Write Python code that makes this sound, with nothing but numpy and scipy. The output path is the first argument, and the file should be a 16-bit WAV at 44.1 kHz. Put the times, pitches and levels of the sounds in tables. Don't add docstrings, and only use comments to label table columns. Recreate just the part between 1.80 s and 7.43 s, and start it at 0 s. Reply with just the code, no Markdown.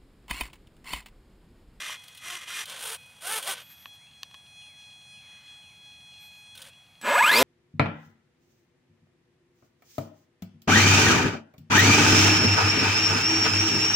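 import sys
import numpy as np
from scipy import signal
from scipy.fft import rfft, irfft, next_fast_len
from scipy.io import wavfile
from scipy.ndimage import uniform_filter1d

SR = 44100
rng = np.random.default_rng(int(sys.argv[2]) if len(sys.argv) > 2 else 0)


def int16_out(signal):
    q = np.round(np.clip(np.atleast_2d(signal).T, -1, 1) * 32767)
    wavfile.write(sys.argv[1], SR, q.astype(np.int16))


N = 248228
TIME = np.arange(N) / SR


def from_db(db):
    return 10 ** (np.asarray(db) / 20)


def rms_one(x):
    return x / np.sqrt(np.mean(x ** 2) + 1e-20)


def in_time(rows):
    seconds, *columns = np.transpose(rows)
    return [np.interp(TIME, seconds, column) for column in columns]


def drift(rate):
    knots = rng.standard_normal(N // 8)
    return np.interp(TIME * rate, np.arange(len(knots)), knots) / np.sqrt(2 / 3)


def cycles(hz):
    return 2 * np.pi * np.cumsum(hz) / SR


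def cut(x, hz, kind, order=2):
    sections = signal.butter(order, np.clip(hz, 10, .45 * SR), kind, fs=SR, output="sos")
    return signal.sosfilt(sections, x)


def coloured(x, spectrum):
    size = next_fast_len(N + 4096)
    hz = np.arange(1, size // 2 + 2) * SR / size
    points, db = np.transpose(spectrum)
    gain = from_db(np.interp(np.log(hz), np.log(points), db))
    gain = gain * np.minimum(hz / points[0], 1) ** 2
    return irfft(rfft(x, size) * gain, size)[:N]


def resonate(x, modes, direct):
    out = direct * x
    for hz, width, db in modes:
        radius = np.exp(-np.pi * width / SR)
        feed = np.array([1, 0, -1]) * (1 - radius ** 2) / 2
        feedback = [1, -2 * radius * np.cos(2 * np.pi * hz / SR), radius ** 2]
        out = out + from_db(db) * signal.lfilter(feed, feedback, x + 1e-18)
    return out


def grains(per_s, spread_db):
    size_db = spread_db * np.minimum(rng.exponential(1, N), 4)
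    sizes = from_db(size_db) * rng.choice([-1, 1], N)
    return rms_one(sizes * (rng.random(N) < per_s / SR))


def evened(x, size):
    return x / np.sqrt(np.abs(uniform_filter1d(x * x, size=size)) + 1e-12)


def swell(start, rise, hold, fall):
    ramp = np.minimum((TIME - start) / rise, (start + rise + hold + fall - TIME) / fall)
    return np.sin(np.pi / 2 * np.clip(ramp, 0, 1))


def blend(values, weights):
    power = weights ** 2
    return np.sum(values * power, axis=0) / (np.sum(power, axis=0) + 1e-20)


# (start [s], speeding up [s], full speed [s], slowing [s], top mesh rate [Hz],
# relative gear level [dB], tooth hiss relative to gears [dB], relative whirr drive [dB])
TAIL_MOVES = [ (0.0, .004, .11, 0.073, 310, -36.5, -8, -21), (0.16, .03, 0.22, 0.097, 250, -57, -3, -12),
              (0.39, .12, .03, 0.087, 365, -37, -5, -13.5), (0.59, .035, .005, 0.036, 270, -42, -7, -14),
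              (0.645, .06, .04, 0.0586, 350, -37.5, -5.5, -17),
              (0.71, .085, 0.0084, 0.058, 440, -34.5, -4, -14.5), (3.38, .1, 0.2, .2, 250, -61, -18, -25), ]
WING_MOVES = [ (0.855, 0.042, .05, 0.081, 260.3, -40, -8.5, -39),
              (0.94, .13, 0.063, 0.047, 439.9, -37, 0.5, -15),
              (1.16, 0.024, 0.21, 0.092, 247.8, -60, -2.5, -20),
              (1.395, 0.14, .03, .06, 437.8, -31, 0.5, -8),
              (1.605, 0.025, .015, 0.043, 282.3, -40, -0.5, -14),
              (1.64, 0.054, 0.00465, .06, 382.7, -29.5, -0.5, -11.5),
              (1.72, 0.023, 0.048, 0.057, 265, -42.5, -14.5, -41),
              (4.74, .07, 0.072, 0.031, 270, -50.5, -5, -20), ]
# (frequency [Hz], relative spectral level [dB])
TAIL_COLOUR = [(120, -62), (200, -26.5), (352, -20.5), (437, -17.5), (842, -17), (1030, -8), (1400, -7.5),
               (2060, 0), (2250, -9), (3180, -1), (4580, -15), (5700, -15), (9140, -11), (13900, -19.5),
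               (15500, -32.5)]
WING_COLOUR = [(120, -56), (200, -15), (358, -21.5), (437, -11.5), (506, -5), (769, -8), (858, -10),
               (974, -4.5), (1510, -6), (2290, -5), (3240, -6.5), (5110, -11), (7620, -6), (9140, 2),
               (15500, -9.5)]
# (frequency [Hz], width [Hz], gain [dB])
TAIL_MODES = [(1230, 67, -1), (2080, 49, 1.5), (2437, 42, 8.5), (3060, 90, -14), (5820, 150, 6),
              (8700, 190, -10)]
WING_MODES = [(900, 23, -13), (1526, 40, 8), (2770, 180, -14), (3220, 600, 1.5), (3840, 190, -22),
              (9050, 320, -4)]
# (multiple of the mesh rate, relative level [dB])
MESH_ORDERS = [(1, -2), (2, 0), (3, -5), (4, -6), (5, -12), (6, -11)]
CRAWL_SHARE, LOUDNESS_POWER, HISS_POWER, WHIRR_GROWTH_DB = .56, 1.487, 1.71, 10
FRAME_HZ, FRAME_THROB = 45.4, .13


def servo(moves, colour, modes, direct, tone_db, rattle_db, gear_db, hiss_db):
    speed = np.array([swell(*move[:4]) for move in moves])
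    top_hz, level_db, bright_db, top_whirr_db = np.transpose(moves)[4:, :, None]
    gear_gain = from_db(level_db + gear_db) * speed ** LOUDNESS_POWER
    hiss_gain = from_db(level_db + bright_db + hiss_db) * speed ** HISS_POWER

    mesh_hz = blend(top_hz * (CRAWL_SHARE + (1 - CRAWL_SHARE) * speed), gear_gain)
    mesh = cycles(mesh_hz * (1 + .035 * drift(300)))
    teeth = grains(11000, 3.4) * (1 + 0.045 * np.cos(mesh)) * from_db(rattle_db * drift(170))
    whirr_db = blend(top_whirr_db + WHIRR_GROWTH_DB * (speed - 1), gear_gain)
    whirr = sum(np.sin(k * mesh) * from_db(db + 3 * drift(35)) for k, db in MESH_ORDERS)

    drive = teeth + from_db(whirr_db + tone_db) * whirr
    sound = coloured(resonate(drive, modes, direct), colour)
    gears = evened(cut(sound, 5720, "low", order=4), size=1500)
    hiss = rms_one(cut(sound, 4920, "high", order=4))
    throb = 1 + FRAME_THROB * np.cos(2 * np.pi * FRAME_HZ * TIME)
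    return throb * (np.linalg.norm(gear_gain, axis=0) * gears + np.linalg.norm(hiss_gain, axis=0) * hiss)


# (from time [s], relative level of 3rd harmonic [dB], of 4th [dB], of 5th [dB])
HOLDS = [ (0.0, -59, -56.5, -65.5), (0.43, -62, -59, -70), (1.17, -54.5, -57.5, -68),
         (1.33, -67, -59.5, -80), (1.79, -63, -57.5, -78), (2.06, -63, -55, -64), (2.65, -57, -53, -60),
         (4.76, -63.5, -59, -66.5), ]
# (multiple of the buzz rate, relative level [dB])
BUZZ_ORDERS = [(1, -19), (2, -20), (6, -20), (7, -13), (8, -18), (9, -23), (10, -18), (11, -16), (12, -23),
               (13, -26), (14, -31)]
BUZZ_HZ, HOLD_FADE_S = 834.7, 0.028
WANDER_DB, WANDER_PER_S = 1.2, 14
NUDGE_SHARE, NUDGE_TICK_DB = .4, -41


def holding_buzz(flutter_db=1.8, upper_wander_db=2., upper_db=-2.0):
    starts, *columns = np.transpose(HOLDS)
    spell = np.searchsorted(starts[1:], TIME)
    fade = 1 + round(HOLD_FADE_S * SR)
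    main_db = [uniform_filter1d(column[spell], size=fade) for column in columns]
    fourth_db = main_db[1]
    phase = cycles(BUZZ_HZ + .4 * drift(9))

    new_frame = np.diff(np.floor(TIME * FRAME_HZ), prepend=0)
    nudges = new_frame * (rng.random(N) < NUDGE_SHARE) * rng.uniform(.15, .7, N)
    steady = 1 - np.minimum(np.convolve(nudges, np.hanning(160), "same"), 1)

    buzz = 0
    for k, db in enumerate(main_db, 3):
        buzz = buzz + from_db(db + WANDER_DB * drift(WANDER_PER_S)) * np.sin(k * phase)
    for k, db in BUZZ_ORDERS:
        gain = from_db(fourth_db + db + upper_db + upper_wander_db * drift(9))
        buzz = buzz + gain * np.sin(k * phase + rng.uniform(0, 2 * np.pi))

    tick_modes = [(2750, 350, 22), (3300, 300, 26), (4150, 400, 17)]  # Hz, width Hz, dB
    ticks = cut(resonate(nudges, tick_modes, direct=0), [2500, 4900], "band")
    return np.sqrt(2) * from_db(flutter_db * drift(16)) * steady * buzz + from_db(NUDGE_TICK_DB) * ticks


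# (time [s], relative level [dB])
TICKS = [(0.238, -37), (0.281, -33.5), (0.348, -37), (0.3736, -31.5), (0.6844, -45), (0.856, -27.5),
         (0.8966, -25.5), (1.627, -25), (1.8134, -52), (4.752, -34), (4.775, -31.5), (4.818, -28),
         (5.2135, -46)]


def linkage_ticks(t60=0.054, level_db=-9, attack_s=.003):
    envelope = np.zeros(N)
    for s, db in TICKS:
        age = TIME - s
        attack = np.clip(age / attack_s + .5, 0, 1)
        envelope += from_db(db - 60 * np.abs(age) / t60) * attack
    rattle = resonate(cut(rng.standard_normal(N), 3000, "high"), WING_MODES, direct=0.15)
    return from_db(level_db) * envelope * rms_one(rattle)


# (time [s], peak level [dB])
KNOCK = [(0.097, -29)]
# (frequency [Hz], width [Hz], gain [dB])
KNOCK_MODES = [(960, 64, -7), (1010, 100, 5), (1150, 91, 2)]


def surface_knock():
    push = np.zeros(N)
    for s, db in KNOCK:
        push[round(s * SR)] = from_db(db)
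    ring = resonate(push, KNOCK_MODES, direct=0)
    return ring * push.max() / np.abs(ring).max()


# (time [s], speed [turns per s])
SHAFT = [(5.21, 1), (5.32, 7.4), (5.35, 11.4), (5.42, 24.1), (5.50, 39.6), (5.56, 55), (5.63, 69.5)]
# (frequency [Hz], width [Hz], gain [dB])
AIRFRAME_MODES = [(220, 52, 5), (572, 29, 6.5), (680, 46, -2.5), (934, 39, 3), (996, 54, 6),
                  (1222, 67, 2.5), (1456, 48, -1.5), (1669, 72, 6), (2103, 65, 4.5), (2434, 115, 3.5),
                  (2550, 53, -6), (3080, 110, -10), (4110, 130, -7), (4680, 70, -0.5)]
# (multiple of 42 cycles per turn, relative level [dB], speed above which it fades [turns per s])
WHINE_ORDERS = [(1, -18, 51.2), (2, -20.5, 61), (3, -27.5, 26), (4, -32, 22)]
MOTOR_START_S = 5.2135
RADIATES_ABOVE_HZ = 990


def motor_whine(level_db=2.5, fade_power=8):
    turns, = in_time(SHAFT)
    angle = cycles(turns * (1 + .015 * drift(500)))
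    commutation, commutation_hz = 42 * angle, 42 * turns
    throb = 1 + .3 * np.cos(2 * angle) + .25 * np.cos(7 * angle)
    pull = 0
    for k, db, fade_turns in WHINE_ORDERS:
        radiated = 1 / np.hypot(1, (RADIATES_ABOVE_HZ / (k * commutation_hz)) ** 2)
        fading = 1 / np.hypot(1, (turns / fade_turns) ** fade_power)
        tone = from_db(db + 2 * drift(250)) * np.sin(k * commutation)
        pull = pull + radiated * fading * tone
    ringing = resonate((TIME > MOTOR_START_S) * throb * pull, AIRFRAME_MODES, direct=.35)
    return from_db(level_db) * cut(ringing, 240, "high")


# (frequency [Hz], relative spectral level [dB])
AIRFRAME_COLOUR = [(120, -22), (220, -15), (400, -3.5), (600, -3.5), (900, 5), (1700, 3), (2600, 1.5),
                   (3500, -4.5), (5000, -15), (7000, -11), (12000, -21)]
# (frequency [Hz], relative spectral level [dB])
MOTOR_HISS = [(2500, 8), (3500, 23), (4700, 15.5), (6000, 12.5), (7500, 12), (10000, 11.5), (13000, 14.5),
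              (15500, 2)]


def motor_rattle(rattle_db=-20, lock_db=-4, shaking_turns=4.48, shaking_power=3.7,
                 bearing_db=-28, bearing_power=0.81, tip_db=-23, tip_power=5):
    turns, = in_time(SHAFT)
    angle, speed = cycles(turns), turns / 60
    shaking = 1 / (1 + (shaking_turns / turns) ** shaking_power)
    locked = np.interp(TIME, [5.27, 5.35, 5.46, 5.58], [0, 1, 1, 0])
    knocks = grains(12000, 1.6) * (1 + .3 * np.cos(42 * angle))
    ringing = resonate(knocks, AIRFRAME_MODES, direct=0.44)
    body = evened(coloured(ringing, AIRFRAME_COLOUR), size=500)
    rattle = from_db(rattle_db + lock_db * locked) * shaking * body

    hiss = rms_one(coloured(grains(20000, 3.9), MOTOR_HISS)) * (1 + 0.2 * np.cos(2 * angle))
    bearing_gain = from_db(bearing_db) * speed ** bearing_power
    tip_gain = from_db(tip_db) * np.minimum(speed, 1) ** tip_power
    return (TIME > MOTOR_START_S) * (rattle + np.hypot(bearing_gain, tip_gain) * hiss)


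def motor_kick(level_db=-40, t60=0.032):
    age = TIME - MOTOR_START_S
    jolt = rms_one(resonate(cut(rng.standard_normal(N), 500, "high"), AIRFRAME_MODES, direct=0.33))
    return jolt * (age >= 0) * from_db(level_db - 60 * np.abs(age) / t60)


# (cycles per turn, relative level [dB])
PROP_ORDERS = [(2, -50.5), (4, -31.5), (6, -32.5), (8, -27), (10, -29.5), (12, -57)]


def propeller(growth=5.7, wash_db=-37):
    turns, = in_time(SHAFT)
    angle = cycles(turns)
    tones = sum(from_db(db + 2) * np.sin(k * angle + rng.uniform(0, 2 * np.pi)) for k, db in PROP_ORDERS)
    wash_colour = [(60, -18), (180, 0), (400, 14), (600, 9), (1200, -17), (4000, -32)]  # Hz, dB
    wash = from_db(wash_db) * rms_one(coloured(rng.standard_normal(N), wash_colour))
    return (turns / 60) ** growth * (tones + wash)


# (time [s], mean rms level [dB])
SWITCHING = [(5.213, -50), (5.28, -46.5), (5.35, -38), (5.44, -36), (5.487, -33.5), (5.494, -60)]
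SWITCH_HZ, FULL_THROTTLE_S = 7812, 5.494


def speed_controller():
    db, = in_time(SWITCHING)
    chopping = (TIME > MOTOR_START_S) & (TIME < FULL_THROTTLE_S)
    return chopping * from_db(db + drift(340)) * np.sqrt(2) * np.sin(2 * np.pi * SWITCH_HZ * TIME)


# (time [s], relative level [dB], relative treble level [dB])
LEVER = [(2.057, -23, -53), (2.432, -27.5, -5.5), (2.512, -41, -15.5), (2.543, -32.5, -17),
         (2.548, -35, -25)]
# (frequency [Hz], relative level [dB], 60 dB decay time [s])
LEVER_MODES = [(1096, -6.5, 0.017), (1760, -6.5, 0.013), (2530, -6.5, 0.016), (3200, 3, 0.0043),
               (4360, -7, 0.0048), (6120, -5, 0.002), (8400, -26, 0.0033), (13000, -15, 0.0027)]


def zoom_lever(level_db=-4, contact_hz=4500):
    out, age = np.zeros(N), np.arange(2048) / SR
    for s, db, treble_db in LEVER:
        ring = np.zeros(len(age))
        for hz, mode_db, t60 in LEVER_MODES:
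            phase = 2 * np.pi * hz * age + rng.uniform(0, 2 * np.pi)
            ring += from_db(mode_db - 60 * age / t60) * np.sin(phase)
        ring = ring * np.minimum(age / .0005, 1)
        treble = from_db(treble_db + 26) * cut(ring, contact_hz, "high", order=4)
        click = cut(ring, contact_hz, "low") + treble
        at = round(s * SR)
        out[at:at + len(age)] += from_db(db + level_db) * click
    return out


# (start [s], length [s], top whine frequency [Hz], relative level [dB])
LENS_RUNS = [(1.71, 0.28, 13300, -56), (1.878, 0.082, 12950, -51), (1.924, 0.19, 13050, -55.5),
             (2.128, 0.042, 12750, -62), (4.385, 0.12, 13000, -59), (4.48, 0.18, 12500, -68)]
LENS_SAG_HZ = 900


def zoom_motor(whine_db=-2, whir_db=-4.0):
    speed = np.array([swell(s, length / 2, 0, length / 2) for s, length, *_ in LENS_RUNS])
    top_hz, db = np.transpose(LENS_RUNS)[2:, :, None]
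    gains = from_db(db) * speed
    hz = blend(top_hz - LENS_SAG_HZ * (1 - speed), gains)
    upper = np.sin(cycles(hz + 80 * drift(45)))
    lower = .5 * np.sin(cycles(hz - 400 + 300 * drift(18)))
    whir_colour = [(1500, -3.5), (4000, -4.5), (9000, -14), (11500, -8), (12700, 2), (14500, -21)]  # Hz, dB
    whir = rms_one(coloured(rng.standard_normal(N), whir_colour))
    return np.linalg.norm(gains, axis=0) * (from_db(whine_db) * (upper + lower) + from_db(whir_db) * whir)


# (time [s], length [s], start frequency [Hz], end frequency [Hz], relative level [dB])
BIRD = [(2.174, 0.15, 1750, 3030, -60), (2.75, 0.21, 3580, 1860, -61.5), (3.295, 0.19, 3450, 1980, -60.5),
        (3.766, .18, 3600, 1970, -61.5), (4.23, 0.23, 3530, 2080, -65), (4.829, 0.13, 2000, 2980, -62)]


def bird(echo_db=-3, echo_t60=0.93, echo_top_hz=2300, late_swell=1.7):
    out = np.zeros(N)
    for s, length, start_hz, end_hz, db in BIRD:
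        along = np.clip((TIME - s) / length, 0, 1)
        hz = start_hz + (end_hz - start_hz) * along + 45 * drift(400)
        envelope = np.sqrt(np.abs(np.sin(np.pi * along ** late_swell)))
        out += from_db(db) * envelope * np.sin(cycles(hz))
    scatter = rng.standard_normal(SR) * from_db(-60 * TIME[:SR] / echo_t60)
    scattered = signal.fftconvolve(out, scatter / np.linalg.norm(scatter))[:N]
    echo = cut(scattered, echo_top_hz, "low")
    return out * from_db(2 * drift(90)) + from_db(echo_db) * echo


# (frequency [Hz], relative spectral level [dB])
AIR = [(25, -26), (50, -13), (80, -2.5), (130, -1), (200, -6.5), (300, -15), (420, -21), (750, -11.5),
       (1300, -17.5), (2200, -14.5), (4000, -22.5), (6000, -27), (10000, -26.5), (15600, -34.5)]


def outdoor_air(level_db=-62.5):
    return from_db(level_db) * rms_one(coloured(rng.standard_normal(N), AIR))


# (frequency [Hz], level against their sum [dB])
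PORT_DIFFERENCE = [(30, -6), (130, -64), (500, -20), (1200, -26), (3500, -21), (5500, -16.5), (7000, -62),
                   (15000, -70)]


def scene():
    tail = servo(TAIL_MOVES, TAIL_COLOUR, TAIL_MODES, direct=0.98,
                 tone_db=1.5, rattle_db=0.5, gear_db=-1.5, hiss_db=-2.5)
    wing = servo(WING_MOVES, WING_COLOUR, WING_MODES, direct=0.95,
                 tone_db=1.5, rattle_db=1.57, gear_db=-2.0, hiss_db=-2.5)
    controls = tail + wing + holding_buzz() + linkage_ticks() + surface_knock()
    drive = motor_whine() + motor_rattle() + motor_kick() + propeller() + speed_controller()
    mid = controls + drive + zoom_lever() + zoom_motor() + bird() + outdoor_air()
    quarter_cycle = signal.hilbert(mid, next_fast_len(N)).imag[:N]
    side = coloured(quarter_cycle, PORT_DIFFERENCE) + from_db(-17) * outdoor_air()
    return np.array([mid + side, mid - side]) * from_db([[-.07], [.07]])


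def record(dry):
    power = signal.lfilter([1 / 90], [1, -1 + 1 / 90], np.mean(dry ** 2, axis=0))
    ceiling = from_db(-16.2)
    gain = (1 + (np.sqrt(power) / ceiling) ** 6) ** (-1 / 6)
    top_cut = signal.ellip(10, .2, 80, 15700, fs=SR, output="sos")
    return signal.sosfilt(top_cut, dry * gain)


dry = scene()
out = record(dry)
int16_out(out)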